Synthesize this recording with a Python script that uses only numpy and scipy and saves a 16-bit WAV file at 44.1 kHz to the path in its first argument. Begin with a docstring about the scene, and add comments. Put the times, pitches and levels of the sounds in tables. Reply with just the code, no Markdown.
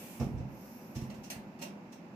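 """Steel tube against a gas bottle

A steel tube is shifted by hand against a large gas bottle lying on a wooden bench in a small workshop.
The bottle rocks: impacts excite its low modes and thud in the bench, and rolling adds a rumble.
Friction makes the tube hiss as it slides; where it catches, scrapes and clicks excite its high modes.
The room reverberates briefly over a low steady drone."""
import sys
import numpy as np
from scipy import signal
from scipy.fft import rfft, irfft
from scipy.io import wavfile

SR = 44100
rng = np.random.default_rng(int(sys.argv[2]) if len(sys.argv) > 2 else 0)


def unload_wav(signal):
    """Save mono or channel-first audio to the path in sys.argv[1] as 16-bit WAV at rate SR, clipped to [-1, 1]."""
    wavfile.write(
        sys.argv[1],
        SR,
        np.round(np.clip(np.atleast_2d(signal).T, -1, 1) * 32767).astype(np.int16),
    )


N = 94815


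def amp(db):
    """Amplitude ratio of a level in decibels."""
    return 10 ** (np.asarray(db) / 20)


def curve_at(points, hz):
    """Interpolation on a logarithmic frequency axis."""
    frequency, value = np.transpose(points)
    return np.interp(np.log(hz + 1), np.log(frequency + 1), value)


def unit_rms(x):
    """Normalisation to unit mean power."""
    return x / np.sqrt(np.mean(x ** 2) + 1e-20)


def pan(db):
    """Direction by level difference: two channel gains, the left exceeding the right by db."""
    return amp([[db / 2], [-db / 2]])


def add(mix, start, sound):
    """Superposition: a sound joins the mix at a start time in seconds."""
    part = mix[..., max(round(start * SR), 0):][..., :sound.shape[-1]]
    part += sound[..., :part.shape[-1]]


def convolve(x, response):
    """Linear system: each channel is convolved with an impulse response."""
    return signal.fftconvolve(np.atleast_2d(x), np.atleast_2d(response), axes=1)[:, :N]


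def colour(x, spectrum, tilt_db=0, size=2048):
    """Minimum-phase filtering by a spectrum and a tilt per octave; white noise keeps its power."""
    hz = abs(np.fft.fftfreq(size, 1 / SR))
    gain = unit_rms(amp(curve_at(spectrum, hz) + tilt_db * np.log2(1 + hz / 1000)))
    transfer = np.exp(np.conj(signal.hilbert(np.log(gain))))
    return convolve(x, np.fft.ifft(transfer).real)


# Likeness of left and right (frequency [Hz], correlation [-1 to 1])
CORRELATION = [(30, 0.41), (200, 0.99), (450, 0.88), (800, 0.78), (1300, -0.2), (3000, -0.0049)]
def correlate(x):
    """Spatial coherence: long waves arrive nearly alike at two close points, short waves do not."""
    left, other = rfft(x)
    likeness = np.clip(curve_at(CORRELATION, np.fft.rfftfreq(x.shape[1], 1 / SR)), -1, 1)
    right = likeness * left + np.sqrt(1 - likeness ** 2) * other
    return irfft(np.array([left, right]), x.shape[1])


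def noise(spectrum):
    """Spectral shaping: white noise becomes steady coloured stereo noise of unit power."""
    shape = amp(curve_at(spectrum, np.fft.rfftfreq(N, 1 / SR)))
    white = rng.standard_normal((2, N))
    return unit_rms(correlate(irfft(rfft(white) * shape, N)))


# Reverberation of the workshop (frequency [Hz], T60 [s])
ROOM_DECAY = [(60, 0.25), (250, 0.8), (1000, 0.5), (3000, 0.34), (7000, 0.25), (15000, 0.23)]
def reverberate(x, wet_db, onset_s=0.0016):
    """Diffuse reverberation: dense reflections follow the direct sound and decay exponentially by band."""
    hz, t, bands = signal.stft(rng.standard_normal((2, SR)), SR, nperseg=256)
    decay = amp(-60 * t / curve_at(ROOM_DECAY, hz)[:, None])
    tail = signal.istft(bands * decay, SR, nperseg=256)[1]
    tail = correlate(tail) * np.minimum(np.arange(tail.shape[1]) / SR / onset_s, 1)
    return x + amp(wet_db) * convolve(x, tail / np.linalg.norm(tail[0]))


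# Spectra of the workshop's drone and hiss (frequency [Hz], relative spectral density [dB])
DRONE_SPECTRUM = [(25, -17), (48, -27), (65, -28), (119, -18), (152, -12), (210, -2), (301, -14.5),
                  (393, -14.5), (446, -28), (487, -16.5), (710, -22.5), (860, -20), (1150, -27.5),
                  (1800, -33), (2400, -100)]
HISS_SPECTRUM = [(500, 10), (1500, 3), (2000, 12), (2650, 12.5), (3200, 0), (5500, -0.5), (7500, -6),
                 (8700, -21), (11500, -9), (15000, -14.5)]
# Slow, irregular rises and dips in the low background noise's level (time [s], level change [dB])
BACKGROUND_LEVEL = [(0, 0.5), (0.5, 1.5), (0.649, 0.5), (0.74, -1.5), (0.9, 1.5), (1.2, 1.5), (1.29, -1),
                    (1.42, 2.5), (1.55, -0.5), (1.66, 3), (1.93, -1.5), (2.1, 0.5)]
def background(drone_db=-49, hiss_db=-65):
    """Ambient noise: a low band whose level rises and dips a little, and a faint steady hiss."""
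    change_db = np.interp(np.arange(N) / SR, *np.transpose(BACKGROUND_LEVEL))
    low_noise = amp(drone_db + change_db) * noise(DRONE_SPECTRUM) * pan(-1)
    hiss = amp(hiss_db) * noise(HISS_SPECTRUM) * pan(-6.5)
    return low_noise + hiss


# Friction spectra under light and firm pressure (frequency [Hz], relative spectral density [dB])
LIGHT_FRICTION = [(300, -1), (1500, -2.5), (2600, -9), (3600, -17.5), (5600, -0.5), (7200, -9.5),
                  (8800, -15.5), (10800, -8), (12600, 3), (14000, -5), (15500, -11)]
FIRM_FRICTION = [(300, -5.5), (1500, -5), (2500, 5), (3800, -7), (6000, -2.5), (10800, -2.5), (12500, 1.5),
                 (15500, -5)]
# Slides of the tube (start [s], end [s], rise [s], release [s], relative level [dB], pressure [0 to 1])
TUBE_SLIDES = [(-0.03, 0.184, .02, 0.088, -49.5, 0.94), (0.46, 0.813, 0.26, 1, -52, 0.14)]
def tube_slides(sag_db_per_s=21):
    """Sliding friction: a smooth hiss, thin under a light touch and broad under pressure."""
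    t, out = np.arange(N) / SR, np.zeros((2, N))
    for start, end, rise, release, db, pressure in TUBE_SLIDES:
        envelope = np.clip((t - start) / rise, 0, 1) * np.exp(-np.maximum(t - end, 0) / release)
        hiss = pressure * noise(FIRM_FRICTION) + (1 - pressure) * noise(LIGHT_FRICTION)
        out += envelope * amp(db - sag_db_per_s * (t - start)) * hiss
    return out * pan(-1.5)


BOTTLE_PAN_DB = -3.2
# Rumble of the bench (frequency [Hz], relative spectral density [dB])
RUMBLE_SPECTRUM = [(40, -26), (57, -5), (76, -8), (100, 0.5), (128, 4.5), (170, -5.5), (235, -3),
                   (340, -13.5), (1500, -58.5)]
# Rolls of the bottle (start [s], end [s], level [dB])
BOTTLE_ROLLS = [(0.186, 0.39, -40.5), (0.955, 1.078, -49.5)]
def bottle_rolls(rise_s=0.013, fade_s=0.085):
    """Rolling noise: the moving contact under the bottle drives a low rumble in the bench."""
    t, envelope = np.arange(N) / SR, np.zeros(N)
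    for start, end, db in BOTTLE_ROLLS:
        onset = np.clip((t - start) / rise_s, 0, 1)
        envelope += amp(db) * onset * np.exp(-np.maximum(t - end, 0) / fade_s)
    return envelope * noise(RUMBLE_SPECTRUM) * pan(BOTTLE_PAN_DB)


def micro_slips(per_s=6000, spread_db=2.5):
    """Stick-slip friction: a dense random train of impulses of uneven size."""
    size = amp(spread_db * np.minimum(rng.exponential(1, N), 4))
    sign = np.sign(rng.standard_normal(N))
    slipping = rng.random(N) < per_s / SR
    return unit_rms(size * sign * slipping)


# Modes of the tube (frequency [Hz], relative level [dB], left minus right [dB])
TUBE_MODES = [(1940, -5, -6), (2573, -2, -3), (2775, 2, -7), (2825, -4, -4), (4330, -3, -2), (5450, 0, -5),
              (5655, -4, -4), (6187, -4, -10), (6318, 1, -9), (6950, -7, 5), (7310, -7, -2), (7650, -8, 0),
              (8820, -3.5, 11), (11410, -4, -6), (14230, -9, -3)]
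def tube_ring(force, tilt_db, reference_hz=5000, reference_t60_s=0.16, linewidth_hz=11, spread_db=1.5):
    """Modal resonance: each mode stores contact energy and loses it by damping; close pairs beat."""
    t, out = np.arange(len(force)) / SR, np.zeros((2, len(force)))
    total = np.sqrt(sum(amp(db) ** 2 for _, db, _ in TUBE_MODES))
    for hz, db, pan_db in TUBE_MODES:
        t60 = reference_t60_s * (reference_hz / hz) ** 0.3  # higher modes die sooner
        retained = amp(-60 / (t60 * SR)) ** 2  # share of energy left after one sample
        energy = signal.lfilter([1 - retained], [1, -retained], force ** 2)
        drift = np.cumsum(rng.standard_normal((2, len(t))), 1) * np.sqrt(2 * np.pi * linewidth_hz / SR)
        mode_db = db + spread_db * rng.standard_normal() + tilt_db * np.log2(hz / reference_hz)
        gain = amp(mode_db) * unit_rms(pan(pan_db)) / total
        phase = 2 * np.pi * (hz * t + rng.random((2, 1))) + drift
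        out += gain * np.sqrt(2 * energy) * np.sin(phase)
    return out


# Broad response of steel on steel, and narrow resonances of the rim (frequency [Hz], relative gain [dB])
CONTACT_SPECTRUM = [(100, -10.5), (540, 5.5), (850, 10), (1200, -1.5), (2500, 6.5), (3500, 3), (5600, 1),
                    (8000, 1), (10000, -2), (14000, 0), (16000, -4.5)]
SQUEAK_SPECTRUM = [(500, -39), (2450, -26), (2750, -9), (3100, -42), (5100, -2), (5680, 2.5), (6300, -3),
                   (8000, -13), (16000, -48)]
# Catches of the tube (time [s], relative level [dB], rise [s], fade [s], tilt [dB/octave],
# ring gain [dB], squeak gain [dB])
TUBE_SCRAPES = [(0.197, -40.5, 0.002, 0.028, -7, -32, -7.5), (0.369, -52, 0.012, 0.036, -10, -32, -10),
                (0.945, -43.5, 0.018, 0.014, -1.2, -11, -4), (1.009, -51, 0.0071, 0.031, -1.5, -7, -8),
                (1.099, -41.5, 0.0024, 0.0078, -6.5, -5, -14.5),
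                (1.140, -53.5, 0.0046, 0.02, -2.5, -12, -8.5), (1.231, -47, 0.01, 0.016, -1, -4, -1.5),
                (1.588, -52.5, 0.003, 0.031, -3.5, 1, -7), (1.611, -38, 0.015, 0.0085, -0.5, 2.5, -5.5),
                (1.625, -45.5, 0.011, 0.0053, -16, -8, -11), (1.915, -51, 0.016, 0.008, -2, -5, -2.5)]
def tube_scrapes():
    """Frictional excitation: the dragging rim rasps in short bursts, squeaks and rings the tube."""
    t, friction, ring = np.arange(SR // 5) / SR, np.zeros((2, N)), np.zeros((2, N))
    slips = np.array([micro_slips(), micro_slips()])
    for start, db, rise, fade, tilt_db, ring_db, squeak_db in TUBE_SCRAPES:
        force = amp(db) * np.minimum(t / rise, 1) * np.exp(-np.maximum(t - rise, 0) / fade)
        rasp = force * np.roll(slips, -round(start * SR), axis=1)[:, :len(t)]
        squeak = colour(force * rng.standard_normal((2, len(t))), SQUEAK_SPECTRUM)
        add(friction, start, colour(rasp, CONTACT_SPECTRUM, tilt_db) + amp(squeak_db) * squeak)
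        add(ring, start, amp(ring_db) * tube_ring(force, tilt_db))
    return reverberate(friction, wet_db=2) * pan(-4) + ring


# Modes of the bottle on the bench (frequency [Hz], relative level [dB], T60 [s])
BOTTLE_MODES = [(58.1, -16.5, 0.6), (106.4, -28, 0.4), (131.8, 0.5, 0.18), (130.6, -24, 0.6),
                (181.3, -12.5, 0.23), (231.2, -3.5, 0.27), (317.3, -13, 0.4), (486, -12, 0.32),
                (600, -21, 0.19), (650, -14, 0.16), (829, -17.5, 0.27)]
# Thud of the bench (frequency [Hz], relative gain [dB])
THUD_SPECTRUM = [(40, -34), (57, -12), (82, -26), (125, -9), (170, 3), (310, -1.5), (700, -8), (1300, -11),
                 (3000, -57)]
# Blows on the bench (time [s], relative level [dB], contact time [ms], T60 factor [ratio])
BOTTLE_THUMPS = [(0.1995, -32, 1.1, 0.16), (0.2076, -25.5, 0.74, 0.68), (0.2205, -27, 4.4, 0.65),
                 (0.284, -40, 1.2, 0.91), (0.339, -22.5, 7.1, 1.2), (0.3629, -31, 8, 1.2),
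                 (0.3861, -26, 10.2, 0.69), (0.4027, -29, 3.9, 0.57), (0.959, -31.5, 2.8, 1.07),
                 (1.02, -33.5, 1.6, 0.44), (1.182, -47.5, 2, 0.3), (1.359, -42, 4.6, 0.62)]
def bottle_thumps(thud_db=-7, thud_t60_s=0.24):
    """Impact excitation of bottle and bench: longer contact sounds duller, a firm grip damps the ring."""
    t, out = np.arange(SR) / SR, np.zeros((1, N))
    for start, db, contact_ms, t60_factor in BOTTLE_THUMPS:
        pulse_time = t * 1000 / (contact_ms / 4)  # the force peaks a quarter into the contact
        force = pulse_time * np.exp(-pulse_time)
        ring = sum(amp(mode_db - 60 * t / (t60 * t60_factor)) * np.sin(2 * np.pi * hz * t)
                   for hz, mode_db, t60 in BOTTLE_MODES)
        bench_noise = colour(rng.standard_normal(SR), THUD_SPECTRUM)[0, :SR]
        thud = amp(thud_db - 60 * t / thud_t60_s) * bench_noise
        add(out, start, amp(db) * convolve(force / force.sum(), ring + thud))
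    return reverberate(out, wet_db=-10) * pan(BOTTLE_PAN_DB)


# The tube snaps into a new seat (time [s], relative energy level [dB])
TUBE_CLICKS = [(1.3012, -13), (1.3043, -15), (1.3158, -25.5)]
def tube_clicks(fade_s=0.0052, tilt_db=0.8, ring_db=5.5):
    """Hard impact: a brief chatter of steel on steel gives a broadband tick and rings the tube."""
    t, ticks, ring = np.arange(SR // 3) / SR, np.zeros((2, N)), np.zeros((2, N))
    pulse = np.exp(-t / fade_s)
    for start, db in TUBE_CLICKS:
        force = amp(db) * pulse / np.linalg.norm(pulse)
        chatter = force * rng.standard_normal((2, len(t)))
        add(ticks, start, colour(chatter, CONTACT_SPECTRUM, tilt_db))
        add(ring, start, tube_ring(force, tilt_db))
    return reverberate(ticks, wet_db=5) * pan(-1) + amp(ring_db) * ring


def scene(catch_db=-7.5):
    """Superposition: the sound pressures of bottle, tube and workshop add."""
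    bottle = bottle_thumps() + bottle_rolls()
    tube = amp(catch_db) * (tube_scrapes() + tube_clicks()) + tube_slides()
    return bottle + tube + background()


def record(dry, low_hz=55, high_hz=15450):
    """Band limiting: a high-pass filter cuts the deep bass, a steep low-pass the highest treble."""
    highpass = signal.butter(4, low_hz, "highpass", fs=SR, output="sos")
    lowpass = signal.firwin(511, high_hz, window=("kaiser", 9), fs=SR)
    return signal.oaconvolve(signal.sosfilt(highpass, dry), lowpass[None], "same")


dry = scene()
out = record(dry)
unload_wav(out)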